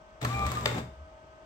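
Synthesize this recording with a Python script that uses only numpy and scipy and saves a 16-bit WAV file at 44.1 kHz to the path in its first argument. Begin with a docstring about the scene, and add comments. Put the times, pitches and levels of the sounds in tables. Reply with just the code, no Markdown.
"""A paper shredder runs for half a second in a quiet carpeted room.
Room noise and a faint fan tone lie underneath from the start. At 0.2 s the gears begin to rattle, the
motor hums, the bin rumbles and a switch ticks; the gears knock as they take up slack and whine up to
speed. They knock again as they slow, and a panel sings briefly. At 0.66 s a latch clacks and rings
the housing, and the drive winds down, the bin's rumble dying last."""
import sys
import numpy as np
from scipy import signal
from scipy.fft import rfft, irfft
from scipy.io import wavfile

SR = 44100
rng = np.random.default_rng(int(sys.argv[2]) if len(sys.argv) > 2 else 0)


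def transcribe(u):
    """Save the signal u as a 16-bit wav file named by the first command-line argument.

    u: samples, shape (n,) or (channels, n), limited to [-1, 1]; the rate is SR.
    q: integer samples, one column per channel.
    """
    v = np.clip(np.atleast_2d(u).T, -1, 1)
    q = np.round(v * 32767).astype(np.int16)
    wavfile.write(sys.argv[1], SR, q)


N = 63945
T = np.arange(N) / SR
HUM_HZ = 120  # twice the mains rate

# stereo image of the machine: f/Hz, left-right likeness, left over right/dB
MACHINE_IMAGE = [(98, 1, 1.5), (259, 0.98, 2.5), (500, 0.8, -1.5), (900, 0.53, 1), (1800, 0.49, 2.5),
                 (2860, .25, 2.5), (3570, 0.36, 6), (4950, 0.27, 6), (7800, 0.076, 10.5), (11850, .05, 10)]
# colour of a hard plastic contact: f/Hz, level/dB
TICK_COLOUR = [(300, -0.5), (1200, 11), (2000, 6), (3000, -1.5), (5000, -2), (8200, -3), (9500, -20),
               (12000, -6.5), (16000, -22)]


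def from_db(db):
    """Decibels to gain."""
    return 10 ** (np.asarray(db) / 20)


def unit_power(x):
    """Scale to an RMS of one."""
    return x / np.sqrt(np.mean(x ** 2) + 1e-20)


def envelopes(rows):
    """One gain curve per level column of (t/s, level/dB, ...), silent outside the rows."""
    times, *columns = np.transpose(rows)
    return [from_db(np.interp(T, times, db, left=-140, right=-140)) for db in columns]


def per_bin(rows, column=1):
    """A table column spread over the FFT bins on a log frequency scale."""
    rows = np.array(rows)
    hz = np.arange(N // 2 + 1) * SR / N
    return np.interp(np.log(hz + 1), np.log(rows[:, 0]), rows[:, column])


def pan(db):
    """Left and right gains for a level difference."""
    return from_db(np.array([[.5], [-.5]]) * db)


def drift(rate_hz):
    """Random wander of spread 1, mostly slower than rate_hz."""
    hz = np.arange(N // 2 + 1) * SR / N
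    return unit_power(irfft(rfft(rng.standard_normal(N)) / (1 + (hz / rate_hz) ** 2), N))


def noise(colour, image):
    """Stereo noise of a given colour, width and balance."""
    mid, side = rfft(rng.standard_normal((2, N)))
    alike = np.clip(per_bin(image), -1, 1)
    pair = np.sqrt(1 + alike) * mid + np.sqrt(1 - alike) * side * [[1], [-1]]
    return unit_power(irfft(pair * from_db(per_bin(colour)) * pan(per_bin(image, column=2)), N))


def diffuse(colour):
    """Coloured noise, unrelated in the two ears."""
    return irfft(rfft(rng.standard_normal((2, N))) * from_db(per_bin(colour)), N)


def tone(phase, pan_db=0, lead=0):
    """A stereo sine, of unit power when centred; the left ear leads by lead radians."""
    return np.sqrt(2) * pan(pan_db) * np.array([np.sin(phase + lead), np.sin(phase)])


def phase_of(hz):
    """Running phase of a pitch curve."""
    return 2 * np.pi * np.cumsum(hz) / SR


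def burst(start, decay_s):
    """Instant attack, exponential decay."""
    return (T >= start) * np.exp(-np.abs(T - start) / decay_s)


def struck(modes, strikes):
    """Modes (f/Hz, level/dB, t60/s) set ringing by strikes (t/s, level/dB)."""
    blows = np.zeros(N)
    for start, db in strikes:
        blows[int(start * SR)] += from_db(db)
    ring = sum(from_db(db - 60 * T / t60) * np.sin(2 * np.pi * hz * T) * (-1) ** k
               for k, (hz, db, t60) in enumerate(modes))
    return signal.fftconvolve(blows, ring)[:N]


def lag_right(x):
    """The right ear hears the machine a little later."""
    # phase between the ears: f/Hz, left lead/rad
    lead = [(250, 0), (500, .5), (900, 2.06), (1800, 2), (2800, 4.5), (3600, 4), (5000, 5), (7500, 11)]
    return irfft(rfft(x) * np.exp(1j * per_bin(lead) * [[0], [-1]]), N)


def to_ears(x):
    """Place a point on the machine: later and duller on the right."""
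    return lag_right(irfft(rfft(x) * pan(per_bin(MACHINE_IMAGE, column=2)), N))


def reverb(x, t60_s=0.49, predelay_s=.003):
    """Diffuse room reflections that die away."""
    # colour of the tail: f/Hz, level/dB
    colour = [(100, 7.5), (450, 2.5), (1000, 3.5), (2000, -1), (4000, -3.5), (8000, -2.5), (10000, -2.5),
              (15000, -9)]
    tail = diffuse(colour) * burst(predelay_s, t60_s / np.log(1000))
    return signal.fftconvolve(x, unit_power(tail) / np.sqrt(N), axes=1)[:, :N]


def room_tone(floor_db=-54.5, waver_db=2.3):
    """A bed of low room noise and the wavering tones of a far fan."""
    # fan tones: f/Hz, level/dB, left over right/dB, left lead/rad
    fan_tones = [(591, -67, -0.5, -0.3), (634.4, -57, 2.2, 0.5), (893, -70, 0.5, 0.25), (1265, -65, 3, -2),
                 (1536, -66.5, 1.5, 4)]
    # colour of the room noise: f/Hz, level/dB
    floor_colour = [(20, -26), (35, -7), (52, 0.5), (75, -5.5), (120, -11), (160, -13.5), (260, -17.5),
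                    (350, -12), (450, -17.5), (750, -13.5), (1100, -17), (1400, -24.5), (2300, -26.5),
                    (3200, -28), (3900, -37), (6300, -39), (7200, -46), (8300, -42), (9200, -77),
                    (16000, -55)]
    # its stereo image: f/Hz, left-right likeness, left over right/dB
    floor_image = [(60.3, 0.95, .5), (250, 0.94, 3), (710, 0.17, 3), (2020, 0.076, -4.5),
                   (3000, 0.063, 2.5), (5000, .05, 11), (8000, .05, 13.5)]
    fan = sum(from_db(db + waver_db * drift(22))
              * tone(2 * np.pi * hz * T + .4 * drift(1.9), side, lead)
              for hz, db, side, lead in fan_tones)
    return fan + from_db(floor_db) * noise(floor_colour, floor_image)


def gear_rattle(tooth_hz, grains_per_s=300, grain_s=0.0024, grain_share=0.33, tooth_depth=0.15):
    """Meshing teeth and loose small contacts: a dull churn, and a hiss roughened by both."""
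    # rattle envelopes: t/s, body level/dB, treble level/dB
    rattle_levels = [(.208, -75, -66), (.217, -45, -43), (.235, -32, -42), (.27, -38, -43),
                     (.31, -44.5, -42), (.43, -38, -43.5), (.5, -39.5, -39.5), (.56, -43, -42.5),
                     (.64, -38.5, -45.5), (.68, -41, -37), (.74, -39, -45), (.785, -31.5, -40),
                     (.82, -43, -51), (.87, -48.5, -67), (.95, -62.5, -97)]
    # colour of the churning body: f/Hz, level/dB
    body_colour = [(40, -39), (90, -1), (140, 10.5), (180, 6.5), (290, 1.5), (350, 0.5), (420, -0.5),
                   (600, -1.5), (900, -1.5), (1300, -8), (1800, -51)]
    # colour of the treble hiss: f/Hz, level/dB
    treble_colour = [(900, 0.5), (1500, 2.5), (2300, 3), (3000, -4), (3700, 0), (4400, -8), (6500, -11),
                     (7900, -7), (9200, -29), (10500, -23.5), (12000, -19), (15800, -21.5)]
    body, treble = envelopes(rattle_levels)
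    hits = rng.random(N) < grains_per_s / SR
    strength_db = np.minimum(5 * rng.exponential(1, N), 9)
    contacts = hits * from_db(strength_db)
    grains = unit_power(signal.lfilter([1], [1, -np.exp(-1 / (grain_s * SR))], contacts + 1e-18))
    meshing = 1 + tooth_depth * np.sin(phase_of(tooth_hz))
    grit = unit_power(np.sqrt(1 - grain_share + grain_share * grains ** 2) * meshing)
    churn = body * noise(body_colour, MACHINE_IMAGE)
    hiss = treble * grit * noise(treble_colour, MACHINE_IMAGE)
    return lag_right(churn + hiss)


def motor_hum(waver_db=2.34):
    """Magnetic hum at twice the mains rate, each partial wavering on its own."""
    # hum envelope: t/s, level/dB
    hum_level = [(.21, -59), (.225, -40.5), (.25, -30), (.285, -29.5), (.32, -36.5), (.36, -32), (.42, -42),
                 (.54, -38.5), (.62, -38), (.66, -35), (.69, -35), (.745, -34), (.79, -45), (.86, -43),
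                 (.93, -66)]
    # hum partials: harmonic number, level/dB
    partials = [(1, -1), (2, -17), (3, -27)]
    hum = sum(from_db(db + waver_db * drift(40))
              * tone(k * 2 * np.pi * HUM_HZ * T + 0.18 * drift(27), pan_db=1.55)
              for k, db in partials)
    return envelopes(hum_level)[0] * hum


def bin_rumble(pitch_hz=71.8, wander_hz=6.63, waver_db=1):
    """The bin rumbles under the motor: one deep tone, unsteady in pitch and level."""
    # rumble envelope: t/s, level/dB
    rumble_level = [(.21, -72), (.25, -43), (.32, -55), (.36, -38.5), (.42, -37.5), (.47, -28), (.51, -46),
                    (.62, -42.5), (.72, -48), (.8, -46), (.86, -55), (.91, -46), (.95, -57.5), (1, -46),
                    (1.04, -46.5), (1.08, -64)]
    waver = from_db(waver_db * drift(19))
    rumble = tone(phase_of(pitch_hz + wander_hz * drift(25)), pan_db=1)
    return envelopes(rumble_level)[0] * waver * rumble


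def ticks(decay_s=0.0025, reverb_db=-4.5):
    """Switch and gears give short plastic ticks that carry into the room."""
    # tick cues: t/s, level/dB, left over right/dB
    cues = [(0.216, -33, 6), (0.2488, -17, 3), (0.2525, -28, 8.5), (0.3395, -33, 2), (.394, -34, 11),
            (0.4654, -22, 3), (0.5174, -21, 1.5), (0.5709, -30.5, 7), (.609, -29.5, 7), (0.745, -32, 8),
            (0.7891, -32, 1)]
    bursts = sum(from_db(db) * pan(side) * burst(start, decay_s) for start, db, side in cues)
    direct = unit_power(diffuse(TICK_COLOUR)) * bursts / 2
    return direct + from_db(reverb_db) * reverb(direct)


def gear_whine(tooth_hz, throb_depth=0.21, waver_db=2.1):
    """Three harmonics of the tooth rate, throbbing with the motor's torque."""
    # envelopes of the gear tones: t/s, low level/dB, middle level/dB, high level/dB
    whine_levels = [(.22, -75, -69, -82), (.285, -60, -46, -54), (.315, -41.5, -37, -60),
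                    (.345, -36.5, -42, -42), (.41, -39, -34, -45), (.45, -38.5, -33, -43),
                    (.48, -56, -35, -52.5), (.52, -52, -48.5, -50), (.6, -52, -49, -70),
                    (.66, -72, -49, -85), (0.849, -80, -68, -92)]
    # gear tones: multiple of the tooth rate, left over right/dB, left lead/rad
    partials = [(2, -2, 1.82), (3, 4.5, 1.12), (6, 4.5, 2.08)]
    throb = 1 + throb_depth * np.sin(2 * np.pi * HUM_HZ * T)
    whine = sum(level * from_db(waver_db * drift(18)) * tone(k * phase_of(tooth_hz), side, lead)
                for level, (k, side, lead) in zip(envelopes(whine_levels), partials))
    return throb * whine


def gear_knocks():
    """The gears take up their slack and knock on the hollow gearbox."""
    # knock cues: t/s, level/dB
    cues = [(.2495, 5), (0.5159, -2.5)]
    # gearbox modes: f/Hz, level/dB, t60/s
    gearbox = [(600, -43, .07), (1050, -33, .06), (1140, -31, .06), (1330, -32, .06), (1730, -36, .06),
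               (1900, -42, .05), (2400, -41, .04)]
    return to_ears(struck(gearbox, cues))


def singing_panel(pitch_hz=1208):
    """A panel sings briefly on one note as the gears slow."""
    # panel envelope: t/s, level/dB
    panel_level = [(.54, -58), (.555, -43), (.575, -28.5), (.6, -40.5), (.64, -40.5), (.7, -73)]
    note = tone(2 * np.pi * pitch_hz * T + 0.49 * drift(25.4), pan_db=3, lead=-2.1)
    return envelopes(panel_level)[0] * note


def latch(crack_decay_s=0.0011, reverb_db=-7.5):
    """The latch lands and bounces: a quick run of contacts cracks and rings the housing."""
    # latch contacts: t/s, level/dB
    contacts = [(.6571, -5.5), (.6577, -4), (.6585, -3.5), (.6593, 1.5), (.66, -11.5), (.6675, -27)]
    # housing modes: f/Hz, level/dB, t60/s
    housing = [(422, -29, 0.077), (504, -28.5, 0.059), (599, -25, 0.052), (880, -25, 0.036),
               (1140, -32, 0.019), (1465, -32.5, 0.033), (1904, -18.5, 0.013), (2093, -15.5, 0.029),
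               (2902, -19, 0.011), (3558, -20.5, 0.012), (4200, -24, .01), (4750, -23.5, 0.0077),
               (7700, -33.5, 0.005), (12000, -49.5, 0.0028), (14200, -37, 0.00355)]
    bursts = sum(from_db(db - 18.5) * burst(start, crack_decay_s) for start, db in contacts)
    crack = noise(TICK_COLOUR, MACHINE_IMAGE) * bursts / 2
    direct = to_ears(struck(housing, contacts)) + crack
    return direct + from_db(reverb_db) * reverb(direct)


def scene(speed_jitter=0.001):
    """The shredder over the room tone; one speed curve drives both whine and rattle."""
    # the gears spin up, hold and run down: t/s, tooth rate/Hz
    speed = [(.21, 201), (.26, 321.2), (.3, 386), (.345, 397), (.41, 397), (.47, 395.4), (.52, 380.6),
             (.58, 357.5), (.64, 323), (.9, 151.4)]
    tooth_hz = np.interp(T, *np.transpose(speed)) * (1 + speed_jitter * drift(27))
    drive = motor_hum() + bin_rumble() + gear_whine(tooth_hz) + singing_panel() + gear_rattle(tooth_hz)
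    return drive + ticks() + gear_knocks() + latch() + room_tone()


def record(dry, low_cut_hz=38, high_cut_hz=16000):
    """The microphone loses the deepest bass; the top is cut steeply."""
    low_cut = signal.butter(2, low_cut_hz, "high", fs=SR, output="sos")
    high_cut = signal.ellip(10, .2, 70, high_cut_hz, fs=SR, output="sos")
    return signal.sosfilt(high_cut, signal.sosfilt(low_cut, dry))


dry = scene()
out = record(dry)
transcribe(out)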